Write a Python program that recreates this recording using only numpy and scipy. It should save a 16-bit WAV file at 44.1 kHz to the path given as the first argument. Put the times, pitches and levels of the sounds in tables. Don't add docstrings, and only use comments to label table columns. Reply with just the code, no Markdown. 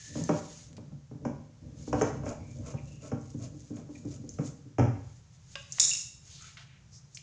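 import sys
import numpy as np
from scipy import signal
from scipy.fft import rfft, irfft
from scipy.io import wavfile

SR = 44100
rng = np.random.default_rng(int(sys.argv[2]) if len(sys.argv) > 2 else 0)


def inscribe(sig):
    pcm = np.round(np.clip(np.atleast_2d(sig).T, -1, 1) * 32767)
    wavfile.write(sys.argv[1], SR, pcm.astype(np.int16))


N = 318402
T = np.arange(N) / SR

# frequency in Hz, relative level in dB.
ROOM_TONE_EQ = [(25, -24), (40, -18), (60, -7), (135, 0), (200, -15), (270, -27), (700, -30.5), (1300, -32),
                (2800, -36.5), (4500, -36), (6300, -31.5), (7300, -35), (8200, -49), (10300, -59)]
RUB_EQ = [(300, -15), (1000, -23.5), (1900, -14), (3000, -12), (4500, -8), (5800, -4), (6700, 1),
          (7400, -7), (8200, -19), (10400, -27.5)]
CLASH_EQ = [(300, -24.5), (1000, -30), (2000, -21.5), (2400, -20), (2750, -20), (3150, -28), (3700, -7.5),
            (4050, -15), (4400, -14.5), (5050, -12), (5380, 6), (5560, -5), (5850, 2.5), (6200, -4),
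            (6750, 5.5), (7450, 1), (7850, -14.5), (8500, -13.5), (10400, -29)]
PLASTIC_EQ = [(50, -26), (130, 8), (300, -9.5), (550, 2), (900, -2.5), (1400, -4), (2000, -12.5),
              (2600, -8), (3300, -1.5), (4600, -22), (6500, -26), (8000, -34.5), (10500, -67.5)]
GRIT_EQ = [(1000, -27), (4000, -16.5), (5600, -1.5), (6600, 4), (7500, -1.5), (8400, -19.5), (10400, -25)]
THREAD_EQ = [(100, -0.5), (280, 12), (350, -1), (450, 6.5), (600, 11.5), (800, -11), (1000, -3), (1350, -5),
             (1800, -17.5), (2500, -8.5), (4000, -38.5), (8000, -40)]
# pitch in Hz, relative level in dB, 60 dB decay time (t60) in seconds.
HANDLE_MODES = [(563, -3.5, 0.12), (1100, -2.5, 0.049), (1160, -0.5, .05), (1614, -1, 0.095),
                (2230, -9.5, 0.064), (2800, -5, 0.13), (3840, -9.5, 0.13), (4750, -7, .06)]
STEEL_MODES = [(2745, -27, .45), (3628, -14, .5), (3700, -15, .4), (3806, -14, .8), (4366, -17, .45),
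               (4560, -17, .35), (4877, -14, .45), (5012, -12, .3), (5265, -7, .45), (5399, 0, .66),
               (5577, -12, .45), (5722, -10, .6), (5782, -4, .5), (5992, -5, .3), (6132, -13, .5),
               (6169, -12, .5), (6274, -6, .5), (6444, -12, .5), (6616, -2, .5), (6702, -1, .42),
               (6771, 0, .48), (6868, 0, .48), (6958, -3, .56), (7093, -7, .45), (7227, -5, .55),
               (7300, -4, .5), (7372, -2, .42), (7417, -5, .4), (7462, -2, .35), (8220, -15, .42),
               (8360, -14, .45), (8958, -19, .38)]
PANEL_MODES = [(66.2, -8, 0.52), (100.3, -7, 0.38), (129.5, 2, 0.2), (167, 5.5, 0.051), (236.5, -3, 0.17),
               (261.4, 0.5, 0.085), (294.2, 1.5, 0.11), (403.5, -20.5, 0.15), (434.2, -1.5, 0.1),
               (482.4, 0.5, 0.12), (514.3, 3, 0.1), (588, 11, 0.062), (663, -10, 0.021), (697, -1.5, 0.034),
               (768, -2.5, 0.13), (795, -10, 0.24), (963, -0.5, 0.054), (1030, -25, 0.052),
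               (1084, -2.5, 0.0045), (1370, 0.5, 0.0087), (1760, -28, 0.058), (2200, -28.5, 0.086)]
# frequency in Hz, t60 in seconds.
ROOM_DECAY = [(70, 1), (150, 0.43), (420, 0.47), (1100, 0.53), (3000, 0.58), (7500, 0.5)]
# delay in milliseconds, gain in dB.
REFLECTIONS = [(1.35, -23), (2.902, -19), (4.596, -8)]
# start of the hold and its length in seconds, relative dB.
CLOTH_STROKES = [(0, 0.26, -68), (0.324, 0.29, -72.5), (1.852, 0.057, -73), (2.058, 0.0082, -70),
                 (5.041, 0.13, -84.5), (5.363, 0.2, -88.5), (5.567, 0.052, -79), (5.8, 0.032, -64),
                 (6.325, 0.13, -71.5), (6.517, 0.077, -90), (7.174, .01, -82.5)]
HAND_PRESSES = [(0.133, 0.33, -45), (0.699, 0.19, -52), (1.247, 0.12, -41), (1.638, 0.94, -47.5),
                (1.943, 0.37, -48.5), (2.496, 2, -50), (4.04, 0.073, -55.5)]
# start in seconds, relative level in dB.
FLOOR_HITS = [(5.7975, -17.5), (5.8, -14), (5.807, -28.5), (5.828, -32), (5.837, -27), (5.843, -27),
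              (5.849, -23), (5.854, -30), (5.862, -33), (5.881, -29), (5.893, -27), (5.905, -31),
              (5.935, -27), (5.951, -32), (5.97, -38), (5.992, -37)]
# start in seconds, relative level in dB, centre in Hz, width in octaves, t60 in seconds.
FLOOR_TAPS = [(5.555, -36, 2150, 2, 0.024), (5.784, -40.5, 1510, 1.9, 0.022),
              (5.837, -46, 3740, 0.11, 0.03), (5.911, -34, 2780, 0.077, 0.03),
              (5.930, -40, 2734, 0.086, 0.024), (5.951, -45, 3400, 0.5, 0.02)]
CLOSE_TAPS = [(.730, -69, 2200, 4.4, 0.0034), (.767, -63, 3920, 2.4, .058), (3.769, -68, 2000, 6.7, 0.0044),
              (3.952, -64, 2210, 0.37, 0.067), (6.570, -56, 2170, 1.6, 0.11),
              (7.172, -52.5, 3820, 1.5, 0.016)]
# middle and half-length in seconds, relative level in dB, centre in Hz, width in octaves.
SCUFFS = [(0.093, 0.99, -70, 1790, 0.14), (2.329, 0.074, -60.5, 656, 0.92), (2.46, 0.078, -76, 2285, 0.13),
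          (2.787, 0.017, -66, 2430, 0.28), (2.946, 0.094, -75.5, 2720, 0.12),
          (4.346, 0.031, -76, 6500, 0.4), (6.365, 0.056, -64.5, 4080, 0.78),
          (6.434, 0.035, -67, 1330, 0.24), (6.467, 0.065, -65.5, 2510, 1.7),
          (6.611, 0.036, -64.5, 1920, 3.1), (6.73, 0.067, -73, 2150, 0.95), (6.959, 0.035, -63, 6010, 0.51)]
# start in seconds, level in dB, t60 in seconds.
TIP_TICKS = [(0.2376, -37.5, 0.02), (1.255, -61, 0.15), (2.011, -44, 0.021), (2.019, -34, 0.0098),
             (2.026, -49, 0.011), (2.2575, -50, .012), (2.587, -59, .015), (2.661, -55, .012),
             (2.704, -47.5, 0.014), (3.212, -56.5, 0.013), (3.391, -57, 0.011), (3.604, -53, 0.013),
             (4.2918, -38.5, 0.009), (4.459, -44.5, 0.015), (5.722, -33.5, 0.036), (6.422, -47, 0.022),
             (7.147, -46.5, 0.11)]
# start in seconds, strength in dB, softness in dB, extra thump in dB,
# pitch of the struck spot in Hz, pitch of the thump in Hz.
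KNOCKS = [(0.152, -36, 17, 0, 300, 137.4), (0.175, -39, 20, -28, 285, 160), (0.207, -43, 17.5, 9, 240, 162),
          (0.290, -26.5, 11.5, -8.5, 262, 160), (0.778, -50.5, 14, 6, 249, 142.5),
          (0.917, -53.5, 18, 9.5, 237, 141.4), (1.109, -46, 20, 4.5, 241, 134.7),
          (1.143, -49.5, 22, 8.5, 257, 138), (1.249, -31.5, 14.5, -6.5, 212, 146),
          (1.873, -38, 20, -19, 486, 134), (1.927, -30.5, 9, -6.5, 600, 130),
          (2.011, -32.5, 5.5, -5.5, 432, 131.7), (2.018, -31.5, 12, -3.5, 453, 133.4),
          (2.233, -49, 10.5, -12, 597, 118), (2.262, -42.5, 9.5, -11, 584, 116),
          (2.508, -53, 25, 2, 231, 125), (2.596, -59, 29, 2, 283, 132), (2.737, -49.5, 9.5, 18, 221, 132),
          (2.782, -67, 21, 13, 282, 112), (2.968, -61.5, 24, 16.5, 282, 134),
          (3.027, -50.5, 19, -9, 480, 135), (3.115, -34.5, 14.5, 2, 286, 131.3),
          (3.339, -38.5, 27.5, 4, 279, 126.6), (3.412, -51, 21, 11.5, 450, 130),
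          (3.541, -48.5, 24.5, 0, 291, 140), (3.619, -57.5, 30, 7, 289, 137),
          (3.701, -36.5, 28.5, -4.5, 292, 116), (3.777, -47, 17.5, 0, 292, 133.6),
          (3.889, -42.5, 23, -17, 290, 131), (3.961, -57, 21, 13, 281, 127),
          (4.047, -35, 28.5, 0, 292.4, 127), (4.189, -54.5, 29, 16.5, 220, 129.8),
          (4.238, -42.5, 27.5, -6.5, 276, 131.3), (4.385, -36.5, 14, 7.5, 483, 132),
          (4.402, -33, 27, -34.5, 258, 128), (4.652, -50.5, 28, 6.5, 280, 120),
          (4.782, -27, 14, 0, 278, 129.3), (4.793, -25, 13.5, 7, 281.7, 125.2)]
# low edge in Hz, high edge in Hz.
KNOCK_BANDS = [(74, 200), (200, 400), (400, 900), (900, 2300)]
# middle in seconds, relative level of the finger hiss in dB.
TWISTS = [(2.295, -59.5), (2.691, -62), (3.064, -63), (3.438, -63.5), (3.779, -70), (4.137, -65.5),
          (4.471, -60.5)]

# a hard contact's level, and the dB it loses per dB of softness.
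HARD_DB, SOFT_LOSS = np.array([0.47, 0.78, 12.2, 3]), np.array([0.17, 0.12, 1.344, 1.38])
HARD_PUSH_S = 0.0015
TIP_HZ, TIP_OCTAVES = 6300, 0.43
TWIST_S, REGRIP_S, REGRIP_SHARE = 0.081, 0.2, 0.59
GRIND_DB, EASE_DB_PER_S = -49.5, 9.5
CEILING, TOP_HZ = 0.7, 10450


def undb(db):
    return 10 ** (np.asarray(db) / 20)


def unit(x):
    return x / np.sqrt(np.mean(x ** 2) + 1e-20)


def add(track, s, sound):
    i = int(s * SR)
    sound, i = sound[max(-i, 0):], max(i, 0)
    track[i:i + len(sound)] += sound[:max(N - i, 0)]


def along(points, hz):
    f, value = np.transpose(points)
    return np.interp(np.log(hz + 1e-3), np.log(f), value)


def colour(x, points, size=4096):
    cepstrum = irfft(along(points, np.fft.rfftfreq(size, 1 / SR)) * np.log(10) / 20)
    cepstrum[1:size // 2] *= 2
    cepstrum[size // 2 + 1:] = 0
    return signal.fftconvolve(x, irfft(np.exp(rfft(cepstrum))))[:len(x)]


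def band(x, lo, hi, order=2):
    return signal.sosfilt(signal.butter(order, [lo, hi], "band", fs=SR, output="sos"), x)


def resonance(x, hz, octaves):
    edge = 2 ** (octaves / 2)
    return band(band(x, hz / edge, hz * edge), 520, 6900, order=4)


def fade(t, t60):
    return np.exp(-np.log(1000) * t / t60)


def burst(t, t60):
    return rng.standard_normal(len(t)) * fade(t, t60)


def ping(t, hz, t60):
    return fade(t, t60) * np.sin(2 * np.pi * hz * t)


def ring(modes, t, scatter_db=0, detune=0):
    hz, db, t60 = np.transpose(modes)[:, :, None]
    weight, shift, side = rng.standard_normal((3, len(modes), 1))
    gain = np.sign(side) * undb(db + scatter_db * weight)
    return np.sum(gain * ping(t, hz * (1 + detune * shift), t60), axis=0)


def walk(rate):
    return np.interp(T * rate, np.arange(4096), rng.standard_normal(4096))


def stroke(start, length, attack_s, release_s):
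    rise = (np.maximum(start - T, 0) / attack_s) ** 2
    fall = np.maximum(T - start - length, 0) / release_s
    return np.exp(-rise - fall)


def swing(middle, length):
    return np.exp(-4.4 * ((T - middle) / length) ** 2)


def friction(eq, grain_db):
    slips = rng.standard_normal(N) * undb(grain_db * walk(400))
    return unit(colour(slips, eq))


def room_tone():
    rumble = unit(colour(rng.standard_normal(N), ROOM_TONE_EQ)) * undb(-56.5 + 1.1 * walk(6))
    drone_gain = undb(-61 + 2.5 * walk(10))
    return rumble + drone_gain * unit(band(rng.standard_normal(N), 109, 161))


def room_tail():
    t, tail = T[:SR], 0
    f = np.fft.rfftfreq(SR, 1 / SR)
    for hz in 40 * 2. ** np.arange(10):
        octave = irfft(rfft(rng.standard_normal(SR)) * ((f >= hz) & (f < 2 * hz)))
        tail = tail + octave * fade(t, along(ROOM_DECAY, hz * np.sqrt(2)))
    tail = tail * np.clip((t - .005) / 0.0097, 0, 1)
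    return tail / np.sqrt(np.sum(tail ** 2))


def with_reflections(x):
    return x + sum(undb(db) * np.interp(T - ms / 1000, T, x, left=0) for ms, db in REFLECTIONS)


def rustle():
    movement = sum(undb(db) * stroke(s, length, attack_s=0.079, release_s=0.056)
                   for s, length, db in CLOTH_STROKES)
    flutter = undb(2.2 * walk(34))
    return friction(RUB_EQ, grain_db=1.5) * movement * flutter


def leaning_hand():
    push = rng.standard_normal(N) * undb(4 * walk(15))
    cabinet = ring(PANEL_MODES, T[:SR // 8], scatter_db=1, detune=0.005)
    body = signal.fftconvolve(push, cabinet)[:N]
    pressure = sum(undb(db) * stroke(s, length, attack_s=.04, release_s=.09)
                   for s, length, db in HAND_PRESSES)
    return unit(band(body, 34, 223)) * pressure


def scuffs():
    out, t = np.zeros(N), T[:SR // 2] - .25
    for s, half_length, db, hz, octaves in SCUFFS:
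        slips = resonance(rng.standard_normal(len(t)), hz, octaves)
        add(out, s + t[0], undb(db) * unit(slips) * np.exp(-(t / half_length) ** 2))
    return out


def taps(contacts):
    out, t = np.zeros(N), T[:SR // 5]
    for s, db, hz, octaves, t60 in contacts:
        tap = resonance(burst(t, t60), hz, octaves)
        add(out, s, tap * undb(db) / np.std(tap[:SR // 150]))
    return out


def handle_ring(start_s=5.555):
    out = np.zeros(N)
    tone = ring(HANDLE_MODES, T[:SR // 2])
    add(out, start_s, undb(-44.5) * tone / np.std(tone[:SR // 50]))
    return out


def floor_clashes():
    out, t = np.zeros(N), T[:SR // 10]
    for s, db in FLOOR_HITS:
        clash = colour(burst(t, t60=0.02), CLASH_EQ)
        add(out, s, undb(db) * clash / np.std(clash[:SR // 250]))
    return out


def steel_ring():
    out = np.zeros(N)
    tone = ring(STEEL_MODES, T[:SR])
    add(out, FLOOR_HITS[0][0], undb(-27.5) * tone / np.std(tone[:SR // 20]))
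    return out


def panel_knocks():
    out, t = np.zeros(N), T[:SR // 2]
    attack = SR // 40
    for s, strength_db, soft_db, thump_db, spot_hz, thump_hz in KNOCKS:
        levels = strength_db + HARD_DB - soft_db * SOFT_LOSS
        levels[0] += thump_db
        crack = undb(-0.5) * unit(colour(burst(t, t60=0.027), PLASTIC_EQ))
        buzz = undb(-10) * unit(colour(burst(t, t60=0.24), PLASTIC_EQ))
        modes = ring(PANEL_MODES, t, scatter_db=2.5, detune=0.014)
        spot = undb(8.5) * ping(t, spot_hz, t60=0.078)
        thump = undb(7.5) * ping(t, thump_hz, t60=0.24)
        push_s = HARD_PUSH_S * undb(0.47 * soft_db)
        give = 1 - np.exp(-t / push_s)
        blow = give * (unit(modes + spot + thump) + crack + buzz)
        for (lo, hi), db in zip(KNOCK_BANDS, levels):
            part = band(blow, lo, hi, order=4)
            add(out, s, part * undb(db) / np.std(part[:attack]))
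        snap = band(give * (crack + buzz), 5300, 7300, order=4)
        add(out, s, snap * undb(levels[-1] - 11) / np.std(snap[:attack]))
    return out


def tip_ticks():
    out, t = np.zeros(N), T[:SR // 5]
    edge = 2 ** (TIP_OCTAVES / 2)
    lo, hi = TIP_HZ / edge, TIP_HZ * edge
    shaft = undb(-7.5) * band(ping(t, TIP_HZ, t60=0.16), lo, hi)
    for s, db, t60 in TIP_TICKS:
        tick = band(burst(t, t60), lo, hi, order=3)
        add(out, s, undb(db) * (tick / np.std(tick[:SR // 500]) + shaft))
    return out


def grit(grains_per_s=320):
    catches = (rng.random(N) < grains_per_s / SR) * rng.choice([-1, 1], N)
    sizes = undb(-5 * rng.standard_normal(N))
    return unit(colour(catches * sizes, GRIT_EQ))


def screw_turns():
    times = np.transpose(TWISTS)[0]
    regrip_times = times[:-1] + REGRIP_SHARE * np.diff(times)
    twisting = sum(undb(db) * swing(s, TWIST_S) for s, db in TWISTS)
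    regripping = undb(-71.5) * sum(swing(s, REGRIP_S) for s in regrip_times)
    grinding = sum(undb(GRIND_DB - EASE_DB_PER_S * (s - times[0])) * swing(s, 1.19 * TWIST_S)
                   for s in times)
    skin = undb(-2.5) * friction(RUB_EQ, grain_db=4) * undb(2.5 * walk(70))
    hiss = skin + undb(-4) * grit()
    return (twisting + regripping) * hiss + grinding * friction(THREAD_EQ, grain_db=-2)


def scene():
    knocks, clashes = panel_knocks(), floor_clashes()
    floor_taps, handle = taps(FLOOR_TAPS), handle_ring()
    handwork = undb(8) * with_reflections(taps(CLOSE_TAPS) + screw_turns() + scuffs()) + tip_ticks()
    cloth = undb(17) * with_reflections(rustle())
    walls = room_tail()
    radiated = band(knocks, 140, 13000, order=1)
    near_send = undb(-2) * radiated + undb(-8.5) * handwork + undb(-13.5) * cloth
    near = knocks + handwork + leaning_hand() + cloth + room_tone()
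    near += signal.fftconvolve(near_send, walls)[:N]
    floor_send = undb(-1.5) * clashes + undb(-5) * (floor_taps + handle)
    floor = clashes + floor_taps + handle + steel_ring()
    floor += signal.fftconvolve(floor_send, walls)[:N]
    return near + floor * undb([[-.3], [.3]])


def record(dry):
    rounded = CEILING * np.tanh(dry / CEILING)
    return signal.sosfilt(signal.ellip(10, .2, 70, TOP_HZ, fs=SR, output="sos"), rounded)


dry = scene()
out = record(dry)
inscribe(out)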